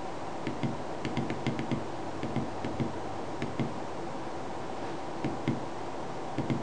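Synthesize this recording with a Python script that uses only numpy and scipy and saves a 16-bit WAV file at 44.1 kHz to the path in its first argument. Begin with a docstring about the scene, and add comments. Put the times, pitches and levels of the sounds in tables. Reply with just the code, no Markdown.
"""A fan rushes steadily indoors, over microphone hiss and a faint hum. From 0.5 s a finger works a small
pushbutton on a circuit board lying on a table, seven presses in an uneven rhythm. Each press and release
snaps a metal dome (a tick) and jolts the board (a low thump that the room repeats). The hum swells around
2.6 s and sinks back. Near 4.9 s the finger moves over with one soft brush, then presses a second button
twice, on a more hollow part of the board."""
import sys
import numpy as np
from scipy import signal
from scipy.fft import rfft, irfft
from scipy.io import wavfile

SR = 44100
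rng = np.random.default_rng(int(sys.argv[2]) if len(sys.argv) > 2 else 0)


def file_out(sig):
    """Save sig as 16-bit WAV at sys.argv[1]."""
    # one column per channel
    cols = np.atleast_2d(sig).T
    # limit, then scale
    lim = np.clip(cols, -1, 1)
    pcm = np.round(lim * 32767).astype(np.int16)
    wavfile.write(sys.argv[1], SR, pcm)


N = 291942
TIME = np.arange(N) / SR
FREQ = np.fft.rfftfreq(N, 1 / SR)
MOVE_S = 4.87  # the finger crosses to the second button


def undb(db):
    """Decibels to gain."""
    return 10 ** (np.asarray(db) / 20)


def unit(x):
    """Scale to an energy of one."""
    return x / np.sqrt(np.sum(x ** 2))


def resonance(hz, width_hz):
    """Frequency response of a damped resonator, gain 1 at its centre."""
    return 1j * FREQ * width_hz / (hz ** 2 - FREQ ** 2 + 1j * FREQ * width_hz)


def eq_curve(points):
    """Frequency response through (freq_hz, level_db) points."""
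    hz, db = np.transpose(points)
    return undb(np.interp(np.log(FREQ + 1), np.log(hz), db))


def noise(response):
    """Coloured noise with an rms of one."""
    return np.sqrt(N) * unit(irfft(rfft(rng.standard_normal(N)) * response, N))


def decay(t60_s):
    """Exponential decay from time zero."""
    return np.exp(-np.minimum(np.log(1000) * TIME / t60_s, 20))


def ring(modes):
    """Struck modes: sines with a quick attack, each dying at its own rate."""
    return sum(undb(db) * unit(np.cos(2 * np.pi * hz * TIME) * decay(t60_s) * (1 - decay(3 / hz)))
               for hz, t60_s, db in modes)


def snap(bands):
    """A short burst that builds in broad resonances and dies almost as fast."""
    return unit(sum(undb(db) * unit(irfft(resonance(hz, width) ** 2, N)) for hz, width, db in bands))


def convolve(x, response):
    """Play a signal through an impulse response of up to a second."""
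    return signal.fftconvolve(x, response[:SR])[:N]


def hits(times_s, level_db):
    """One impulse for each hit."""
    out = np.zeros(N)
    np.add.at(out, np.clip(np.round(times_s * SR).astype(int), 0, N - 1), undb(level_db))
    return out


# EQ of the fan's rush and the microphone hiss: freq_hz, relative_db
AIR_EQ = [(25, -15), (45, -10.5), (95, -5.5), (140, 0.5), (195, -3.5), (260, -0.5), (650, -1), (1000, -5),
          (1300, -12), (2500, -20.5), (4500, -25.5), (7000, -29.5), (8500, -34), (9900, -38)]
# resonances that the fan's air rings: pitch_hz, width_hz, rms_db
FAN_RESONANCES = [(335.7, 47, -48), (766.6, 66, -49), (954, 69, -52)]


def fan_and_hiss():
    """The bed: moving air rushes and rings a few resonances, with microphone hiss on top."""
    air = undb(-39) * noise(eq_curve(AIR_EQ))
    return air + sum(undb(db) * noise(resonance(hz, width) ** 2) for hz, width, db in FAN_RESONANCES)


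def hum(pitch_hz=90.2, rms_db=-59, swell_db=9, peak_s=2.6, width_s=1.05):
    """A faint low tone that wavers in pitch, swells once and sinks back."""
    waver = 1.4 * noise(resonance(0.69, 2.5) ** 2)
    lift_db = swell_db * np.exp(-((TIME - peak_s) / width_s) ** 2)
    return undb(rms_db + lift_db) * np.sqrt(2) * np.sin(2 * np.pi * pitch_hz * TIME + waver)


def finger_brush(peak_rms_db=-49.5, rise_db_per_s=110, fall_db_per_s=103):
    """Skin slides lightly over the wires: a short, soft swell of hiss."""
    below_peak_db = np.maximum(rise_db_per_s * (MOVE_S - TIME), fall_db_per_s * (TIME - MOVE_S))
    friction = noise(eq_curve([(500, -15), (1500, 4), (3500, -4), (6000, -12), (9000, -21.5)]))
    return undb(peak_rms_db - below_peak_db) * friction


def room_reverb(x, early_db=-16, early_t60_s=0.052, tail_db=-8.5, tail_t60_s=0.21):
    """Scattered reflections from near surfaces, then a faint tail."""
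    attack = 1 - np.exp(-TIME / 0.0015)
    early = unit(rng.standard_normal(N) * attack * decay(early_t60_s))
    tail = unit(rng.standard_normal(N) * attack * decay(tail_t60_s))
    return x + convolve(x, undb(early_db) * early + undb(tail_db) * tail)


# reflections off surfaces close to the board: delay_s, gain
NEAR_ECHOES = [(.003, .9), (.007, .7), (.0157, .85), (.024, .6)]


def flutter_echo(round_trip_s=0.0392):
    """Frequency response of the near echoes; the far wall repeats their low mids, weaker each trip."""
    delay = lambda seconds: np.exp(-2j * np.pi * FREQ * seconds)
    near = 1 + sum(gain * delay(delay_s) for delay_s, gain in NEAR_ECHOES)
    wall = undb(-6) * resonance(hz=225, width_hz=250)
    return near / (1 - wall * delay(round_trip_s))


# the board's hollow knock above its thump: pitch_hz, width_hz, relative_db
KNOCK_BANDS = [(282.3, 63, 0.5), (454, 117, -12)]
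# lingering modes of table and room: pitch_hz, t60_s, relative_db
BOOM_MODES = [(86.6, 0.93, -17), (123.6, 1, -12.5), (249.3, 0.24, -12.5), (311.7, 0.32, -7),
              (338.4, 0.3, -12), (369, 0.19, -18.5), (446.6, 0.57, -15.5), (530, 0.36, -22)]


def board_thumps(strokes, lag_s, pitch_hz, width_hz, thump_db, knock_db, boom_db,
                 second_thump_db, second_knock_db):
    """The jump in force, alike on each stroke of a button, jolts the board; the room draws it out."""
    times_s = np.transpose(strokes)[0] + lag_s
    on_second = times_s > MOVE_S  # the second button gets more thump and more knock
    echoes = flutter_echo()
    jolt = lambda hz, width: unit(irfft(resonance(hz, width) ** 2 * echoes, N))
    hollow = sum(undb(db) * jolt(hz, width) for hz, width, db in KNOCK_BANDS)
    thump = convolve(hits(times_s, thump_db + on_second * second_thump_db), jolt(pitch_hz, width_hz))
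    knock = convolve(hits(times_s, knock_db + on_second * second_knock_db), hollow)
    boom = convolve(hits(times_s, boom_db), ring(BOOM_MODES))
    return thump + knock + boom


# the board's ring-out after a snap: pitch_hz, t60_s, relative_db
BOARD_RING = [(559, 0.28, -20.5), (680, 0.028, -11), (790, 0.078, -8.5), (1003, 0.025, -8),
              (1526, 0.051, -14), (1980, 0.0087, -8)]
# the dome's own ping: pitch_hz, width_hz, relative_db
DOME_PING = [(2946, 490, -4.5), (3344, 840, 3.5)]
# the crack of the dome's stop: pitch_hz, width_hz, relative_db
STOP_CRACK = [(4590, 1070, 15), (5940, 1300, 8), (8050, 490, -18.5)]


def dome_ticks(strokes, body_bands, travel_s, give_db, body_db, board_db, ping_db, crack_db):
    """The dome gives way and rings switch and board, then hits its stop; both instants ping and crack."""
    start_s, level_db, brightness_db = np.transpose(strokes)
    stop_s = start_s + travel_s
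    give_s = stop_s - 0.0007 * (1 + 0.035 * rng.standard_normal(len(start_s)))
    body = undb(body_db) * snap(body_bands) + undb(board_db) * ring(BOARD_RING)
    ticks = convolve(hits(give_s, level_db), body)
    # a brighter snap lifts the ping, and the crack about twice as much
    for bands, stop_db in ((DOME_PING, level_db + ping_db + brightness_db),
                           (STOP_CRACK, level_db + crack_db + 2.02 * brightness_db)):
        double_hit = hits(give_s, stop_db + give_db) + hits(stop_s, stop_db)
        ticks = ticks + convolve(double_hit, snap(bands))
    return ticks


# cues for the dome snapping in: start_s, level_db, brightness_db
PRESS_CUES = [(0.4687, -13, -0.5), (1.0498, -11.5, 1.5), (1.3013, -11, -2), (1.5907, -12.5, -1),
              (2.2311, -15.5, -1.5), (2.6452, -15, -0.5), (3.421, -11, -1), (5.2441, -14.5, -0.5),
              (6.3829, -17.5, -0.5)]
# cues for the dome springing back: start_s, level_db, brightness_db
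RELEASE_CUES = [(0.6326, -15.5, 0), (1.1712, -14, 2), (1.4649, -11.5, 2.5), (1.7144, -16, 1),
                (2.3614, -18, -0.5), (2.7987, -18.5, -0.5), (3.5947, -14.5, -1.5), (5.4764, -13, -1),
                (6.4998, -15, 0)]
# the switch body's tone with the dome down: pitch_hz, width_hz, relative_db
PRESSED_BODY = [(1765, 230, -11), (2090, 470, -5.5)]
# its tone with the dome free again: pitch_hz, width_hz, relative_db
RELEASED_BODY = [(2080, 190, 0)]


def pushbuttons():
    """A tick layered on a thump; releases push the board the other way, so their polarity is flipped."""
    down = dome_ticks(PRESS_CUES, PRESSED_BODY, travel_s=0.0011, give_db=0.5,
                      body_db=-2.5, board_db=-2.5, ping_db=-5.5, crack_db=-11)
    up = dome_ticks(RELEASE_CUES, RELEASED_BODY, travel_s=0.0006, give_db=-12,
                    body_db=-2.5, board_db=4, ping_db=-2.5, crack_db=-10.5)
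    push = board_thumps(PRESS_CUES, lag_s=0.00046, pitch_hz=176, width_hz=105, thump_db=0.1,
                        knock_db=-5.5, boom_db=-1.5, second_thump_db=3, second_knock_db=5.5)
    lift = board_thumps(RELEASE_CUES, lag_s=0.00043, pitch_hz=171.2, width_hz=82, thump_db=5.5,
                        knock_db=-5.5, boom_db=-2, second_thump_db=1.5, second_knock_db=3.5)
    return room_reverb(down - up) + push - lift


def scene():
    """The mono mix: buttons up front; fan, hiss, hum and brush behind."""
    return (pushbuttons() + fan_and_hiss() + hum() + finger_brush())[None]


def record(dry, top_hz=9900, dc_offset=-0.0117):
    """The microphone thins deep bass and high treble; the recorder cuts the top and sits off zero."""
    thin = signal.sosfilt(signal.butter(1, 30, "high", fs=SR, output="sos"), dry)
    soft = signal.sosfilt(signal.butter(8, 9200, fs=SR, output="sos"), thin)
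    return signal.sosfilt(signal.ellip(12, 0.1, 80, top_hz, fs=SR, output="sos"), soft) + dc_offset


dry = scene()
out = record(dry)
file_out(out)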